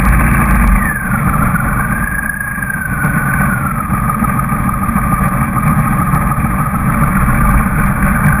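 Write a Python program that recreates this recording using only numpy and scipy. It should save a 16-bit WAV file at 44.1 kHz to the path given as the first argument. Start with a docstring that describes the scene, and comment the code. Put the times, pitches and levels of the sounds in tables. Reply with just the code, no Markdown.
"""Twin-cylinder motorcycle on a slow group ride

The microphone rides on the bike, inside a camera's closed plastic case, close to the engine.
The engine pulls, falls back to idle and picks up again; its gear whine surges with each firing.
Exhaust boom, frame shake and valve clatter come through the case, and road bumps thump it.
The camera adds a thin fizz and crackles on the peaks."""
import sys
import numpy as np
from scipy import signal
from scipy.fft import rfft, irfft
from scipy.io import wavfile
from scipy.ndimage import uniform_filter1d, minimum_filter1d

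SR = 44100
rng = np.random.default_rng(int(sys.argv[2]) if len(sys.argv) > 2 else 0)


def dump(signal):
    """Clip the signal to [-1, 1] and save it as 16-bit WAV at the path in sys.argv[1]."""
    limited = np.clip(np.atleast_2d(signal).T, -1, 1)
    pcm = np.round(limited * 32767).astype(np.int16)
    wavfile.write(sys.argv[1], SR, pcm)


N = 370440
TIME = np.arange(N) / SR
FREQS = np.fft.rfftfreq(N, 1 / SR)
CRUISE_HZ = 8  # usual engine speed, in four-stroke cycles a second


def amp(db):
    """Decibels to gain."""
    return 10 ** (np.asarray(db) / 20)


def unit(x):
    """Scales to rms 1."""
    return x / np.sqrt(np.mean(abs(x) ** 2) + 1e-20)


def curves(table):
    """Each column of a timed table, sample by sample."""
    time_s, *columns = np.transpose(table)
    return [np.interp(TIME, time_s, column) for column in columns]


def noise():
    """White noise."""
    return rng.standard_normal(N)


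def drift(hz):
    """A random wander of rms 1, up to about hz."""
    return unit(irfft(rfft(noise()) * np.exp(-np.minimum((FREQS / hz) ** 2, 60)), N))


def response(modes, hz):
    """Gain of a set of steep-sided resonances."""
    return np.sqrt(sum((amp(db) / (1 + (2 * (hz - f) / width) ** 2)) ** 2 for f, width, db in modes))


def ring(x, modes, band_hz):
    """Sends x through resonances and sets the rms inside a band to 1."""
    spectrum = rfft(x) * response(modes, FREQS)
    inside = (FREQS > band_hz[0]) & (FREQS < band_hz[1])
    return irfft(spectrum, N) / np.std(irfft(spectrum * inside, N))


def stroke(cycles, at, width):
    """A smooth pulse once in every engine cycle; place and width in cycles."""
    return np.exp(-.5 * (((cycles - at + .5) % 1 - .5) / width) ** 2)


def gear_whine(cycles, teeth_per_cycle=180):
    """Meshing teeth sing louder and higher as each firing jerks the crank; no two firings are alike."""
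    # load on the gears: time_s, first_cylinder_db, second_over_first_db, swing_rad, roughness, between_db
    gear_load = [(0.7, -19.5, -8.5, 1.4, 0.4, -19), (0.9, -19, 3.5, 0.7, 0.4, 0),
                 (1.08, -16.5, 1.5, 3.2, 0.4, -13.5), (1.3, -13, -3, 3.2, .25, -17),
                 (1.85, -14.5, -2, 3.2, 0.4, -12), (2.15, -12, 0, 0.92, 0.4, -15),
                 (2.86, -16, 5, 1.7, .3, -13), (2.93, -18.5, -0.5, 1.4, .35, -4),
                 (3.5, -14.5, -2.5, 2, 0.4, -6), (3.9, -12, -3, 1.96, 0.32, -17.5),
                 (6.8, -15, -2.5, 2.4, 0.1, -17.5), (7.3, -19.5, -10.5, 3, 0.9, -9.5),
                 (8.4, -17, -3.5, 3.3, 0.7, -9.5)]
    first_db, second_db, swing_rad, roughness, between_db = curves(gear_load)
    firings = stroke(cycles, 0, 0.04) + amp(second_db) * stroke(cycles, 0.338, 0.04)
    surge = amp(first_db + 1.74 * drift(9.8)) * firings
    between = amp(between_db) + amp(-9) * stroke(cycles, 0.728, 0.047)
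    coast = amp(first_db + second_db / 2 + 2 * drift(36)) * between
    ripple = swing_rad * np.sin(2 * np.pi * 3 * (cycles + .05))
    phase = 2 * np.pi * teeth_per_cycle * cycles + ripple + .9 * drift(25)
    smear = 1 + roughness * (drift(150) + 1j * drift(130))  # loose teeth blur the pitch
    return np.hypot(surge, coast) * unit((smear * np.exp(1j * phase)).real)


def frame_shake(cycles, speed, level_db):
    """Engine orders and road noise shake the frame under the camera in one throb a cycle."""
    # frame resonances: pitch_hz, width_hz, level_db
    frame_modes = [(74.7, 30, -6.5), (127.9, 22, 0), (149.6, 23, -3), (192, 33.4, -1.5), (225.5, 13, -2.5),
                   (283.2, 67.7, -15)]
    # the crank turns twice a cycle, so the even orders are strongest
    orders = sum((1 - 0.75 * (k % 2)) * np.sin(2 * np.pi * (k * cycles + rng.random()))
                 for k in range(5, 40))
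    hum = ring(orders * (1 + 0.28 * drift(14)), frame_modes, band_hz=(90, 330))
    road = ring(noise(), frame_modes, band_hz=(90, 330))
    shake = amp(-5 + 1.9 * (speed - 8.5)) * hum + road  # the faster the engine, the clearer its note
    shake /= np.sqrt(uniform_filter1d(shake ** 2, SR // 14) + 1e-9)
    lope = 0.82 * np.clip((10 - speed) / 3, .2, 1)  # a slow engine lopes most
    shake *= unit(1 + lope * stroke(cycles, -.13, 0.069))
    return amp(level_db + 0.5) * shake


def exhaust(cycles, speed, uneven_road):
    """Low engine orders swell as they cross the camera mount's resonances; wind buffets underneath."""
    # exhaust tones: multiple_of_cycle_rate, level_db
    orders = [(3, 5), (4, 7.5), (5, -13.5), (6, -2), (7, -20), (8, -1.5), (10, -6)]
    # mount resonances: pitch_hz, width_hz, level_db
    mount_modes = [(23.6, 5.6, -2.5), (51.8, 20, 4), (80, 20, -7.5)]
    # exhaust boom at the microphone: time_s, level_db
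    boom_levels = [(0.0, -17), (0.07, -7), (0.38, -17), (0.56, -12), (0.72, -8.5), (0.98, -26.5),
                   (1.55, -18.5), (2.1, -25.5), (2.75, -34.5), (3.02, -22.5), (3.7, -28), (4.3, -25),
                   (6.9, -21.5), (7.5, -15.5), (8.4, -21)]
    level_db = curves(boom_levels)[0] + 2 * uneven_road * CRUISE_HZ / speed
    boom = np.zeros(N)
    for k, db in orders:
        gain = amp(db) * response(mount_modes, k * speed) * (1 + 0.058 * drift(3.4))
        boom += gain * np.sin(2 * np.pi * (k * cycles + rng.random()))
    boom /= np.sqrt(uniform_filter1d(boom ** 2, SR // 4) + 1e-9)
    buffet = amp(-5 - 2.5 * (speed - 10))  # a pulling engine stands clear of the wind
    wind = ring(noise(), mount_modes, band_hz=(18, 65))
    return amp(level_db) * (boom + buffet * wind) / np.hypot(1, buffet)


def road_bumps(pitch_hz=150):
    """Bumps jolt the frame: returns their low thumps and the decibels they add to the loose parts."""
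    # jolts from the road: centre_s, level_db, width_s
    bumps = [(1.547, -13, 0.0093), (3.06, -13, 0.017), (3.943, -16.5, 0.0096), (4.986, -27, 0.0075),
             (5.264, -7, 0.011), (5.674, -9, 0.019), (5.8, -11, 0.027), (6.137, -4.5, 0.0084),
             (7.033, -15.5, 0.019), (8.274, -6, 0.024)]
    jolt = sum(amp(db) * np.exp(-.5 * np.minimum(abs(TIME - centre_s) / width_s, 10) ** 2)
               for centre_s, db, width_s in bumps)
    sway = np.sqrt(2) * np.sin(2 * np.pi * pitch_hz * TIME + 0.8 * drift(45))
    return jolt * sway, 3 * np.tanh(jolt / amp(-12))


def case_rattle(cycles, level_db):
    """Engine vibration rings the case right around the microphone, hardest near the firings."""
    # plastic case resonances: pitch_hz, width_hz, level_db
    case_modes = [(463, 60, -3.5), (570.4, 45, 1), (619, 83, -4), (803, 216, -1), (853, 270, -6),
                  (1085.7, 83, 6.5), (1183, 62, 11), (1249, 90, 5.5), (1527, 760, -5.5)]
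    knocks = 1 + 0.7 * stroke(cycles, -0.094, 0.03) + 0.1 * stroke(cycles, .45, 0.024)
    shaking = knocks * amp(1.5 * drift(40))
    return amp(level_db - 1.4) * ring(noise() * shaking, case_modes, band_hz=(500, 950))


def valve_clatter(cycles, level_db):
    """Valves and chain tick six times a cycle, unevenly, in the engine covers."""
    # valve and chain ticks: place_cycles, strength
    tick_pattern = [(-.145, 1.28), (0.0, 0.52), (.18, 0.6), (.33, 0.97), (.55, 0.3), (0.669, 0.88)]
    # engine cover resonances: pitch_hz, width_hz, level_db
    cover_modes = [(1553, 160, 3), (1696, 180, 1), (1901, 180, -0.5), (2097, 120, -2.5), (2290, 135, 2.5),
                   (2404, 200, -6), (2670, 410, -9)]
    ticks = sum(strength * stroke(cycles, at, 0.03) for at, strength in tick_pattern)
    shaking = (1 + 1.13 * ticks) * amp(1.73 * drift(43))
    return amp(level_db + 2) * ring(noise() * shaking, cover_modes, band_hz=(1950, 2600))


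def idle_knock(cycles, speed, level_db=-24, pitch_hz=805, after_s=3):
    """In the long idle one cylinder knocks once a cycle, just ahead of its surge."""
    idling = np.clip((7.8 - speed) / .9, 0, 1) * np.clip(TIME - after_s, 0, 1)
    tone = np.sqrt(2) * np.sin(2 * np.pi * pitch_hz * TIME + drift(45))
    return amp(level_db + 2 * drift(2.5)) * idling * stroke(cycles, -0.092, 0.041) * tone


def pull_tone(cycles, speed, level_db=-33, order=24):
    """A clean high order sings while the engine pulls hardest."""
    pulling = np.clip(speed - 13, 0, 1)
    return amp(level_db) * pulling * np.sqrt(2) * np.sin(2 * np.pi * order * cycles)


def air_hiss(rattle_db):
    """A faint hiss in the background follows the level of the rattle."""
    # air noise spectrum: frequency_hz, density_db
    hiss_spectrum = [(300, -7), (2500, -11), (2950, -2), (3300, 6), (4000, -5.5), (5000, -8), (6000, -17)]
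    hz, db = np.transpose(hiss_spectrum)
    colour = amp(np.interp(np.log(FREQS + 1), np.log(hz), db))
    return amp(rattle_db - 26) * unit(irfft(rfft(noise()) * colour, N))


def muffle(x, cutoff_hz=2546):
    """The closed case keeps the treble from the microphone."""
    return irfft(rfft(x) / np.sqrt(1 + (FREQS / cutoff_hz) ** 44), N)


def limit(x, threshold=.86):
    """The camera's fast limiter leans on the highest peaks and lets the tops through."""
    held_peak = -minimum_filter1d(-abs(x).max(0), 600)
    envelope = uniform_filter1d(held_peak, 600)
    return x / np.maximum(envelope / threshold, 1) ** .78


def crackles(x):
    """Snaps from 2 to 9 kHz: sharp ones at set times, a faint one on each crest that nears overload."""
    # the sharpest crackles: start_s, peak_db
    sharp_snaps = [(0.0533, -14.5), (0.0897, -17), (0.3391, -23), (0.4584, -23.5), (0.5104, -18),
                   (0.5571, -22), (0.6759, -14), (3.0505, -24), (5.2844, -25), (5.6795, -26), (5.8004, -27),
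                   (6.1495, -20), (7.5144, -27), (7.863, -26), (8.2641, -20)]
    crests = signal.find_peaks(abs(x), height=0.7, distance=200)[0]
    snaps = np.zeros(N)
    snaps[crests] = amp(-41 + 4 * noise())[crests]
    for start_s, db in sharp_snaps:
        snaps[round(start_s * SR)] += amp(db - 1)
    bright = signal.firwin(61, [2300, 9200], pass_zero=False, fs=SR)
    body = signal.firwin(61, [2300, 4800], pass_zero=False, fs=SR)
    shape = bright + 0.97 * body
    return np.convolve(snaps, shape / shape.max(), "same")


def driven_levels(speed, uneven_road):
    """Levels of frame shake, case rattle and valve clatter, set by vibration and engine speed."""
    # how hard the whole machine vibrates: time_s, level_db
    vibration = [(0.0, 2.5), (0.7, 0.5), (0.86, -1.5), (0.98, -8), (1.15, -1), (1.5, -1.5), (2.0, -3.5),
                 (2.25, -10.5), (2.82, -8), (3.05, -2.5), (3.6, -2), (3.75, -5.5), (4.15, -3), (5.05, -3),
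                 (5.65, -1.5), (6.4, -2.5), (7.7, 0.5), (8.4, -1.5)]
    # how each part responds: cruise_db, db_per_vibration_db, db_per_engine_hz
    shake_law = (-14, 1.12, -0.16)
    rattle_law = (-26, 1.02, -0.12)
    clatter_law = (-31.5, 0.99, 0.62)
    vibration_db = curves(vibration)[0] + 1.19 * uneven_road
    return [cruise_db + per_db * vibration_db + per_hz * (speed - CRUISE_HZ)
            for cruise_db, per_db, per_hz in (shake_law, rattle_law, clatter_law)]


def scene():
    """The bike as heard from on board: one speed curve turns the whole engine; both channels are alike."""
    # four-stroke engine speed: time_s, cycle_rate_hz
    engine_speed = [(0.0, 13.016), (0.33, 14.75), (0.62, 12.988), (0.87, 9.909), (1.25, 7.107),
                    (1.78, 8.173), (2.06, 9.117), (2.55, 9.096), (3.01, 8.155), (3.44, 8.463), (3.85, 6.8),
                    (4.99, 6.709), (6.56, 6.834), (6.98, 7.185), (7.58, 8.256), (7.84, 8.054), (8.4, 8.478)]
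    speed, = curves(engine_speed)
    cycles = np.cumsum(speed) / SR
    uneven_road = drift(12)  # shakes everything together
    shake_db, rattle_db, clatter_db = driven_levels(speed, uneven_road)
    rumble = exhaust(cycles, speed, uneven_road) + frame_shake(cycles, speed, shake_db)
    thumps, jarred_db = road_bumps()
    tones = gear_whine(cycles) + idle_knock(cycles, speed) + pull_tone(cycles, speed)
    rattles = case_rattle(cycles, rattle_db + jarred_db) + valve_clatter(cycles, clatter_db + jarred_db)
    at_microphone = muffle(rumble + thumps + tones + rattles) + air_hiss(rattle_db + jarred_db)
    return np.tile(at_microphone, (2, 1))


def record(dry, bend=0.08, hold_hz=12000, cutoff_hz=14850):
    """The camera limits, samples slowly and holds each value; peaks overload and crackle."""
    slow = signal.resample_poly(limit(dry), hold_hz, SR, axis=1)
    bent = slow * (1 + bend / 2 - bend * np.minimum(slow ** 2, 1))  # grit on every surge
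    steps = np.repeat(bent, 4, axis=1)  # holding mirrors the sound into a thin fizz
    held = signal.resample_poly(steps, SR, 4 * hold_hz, axis=1)[:, :N]
    clipped = np.clip(held, -1, 1) + crackles(held[0])
    treble_cut = signal.firwin(401, cutoff_hz, window=("kaiser", 9), fs=SR)
    return signal.oaconvolve(clipped, treble_cut[None], "same")


dry = scene()
out = record(dry)
dump(out)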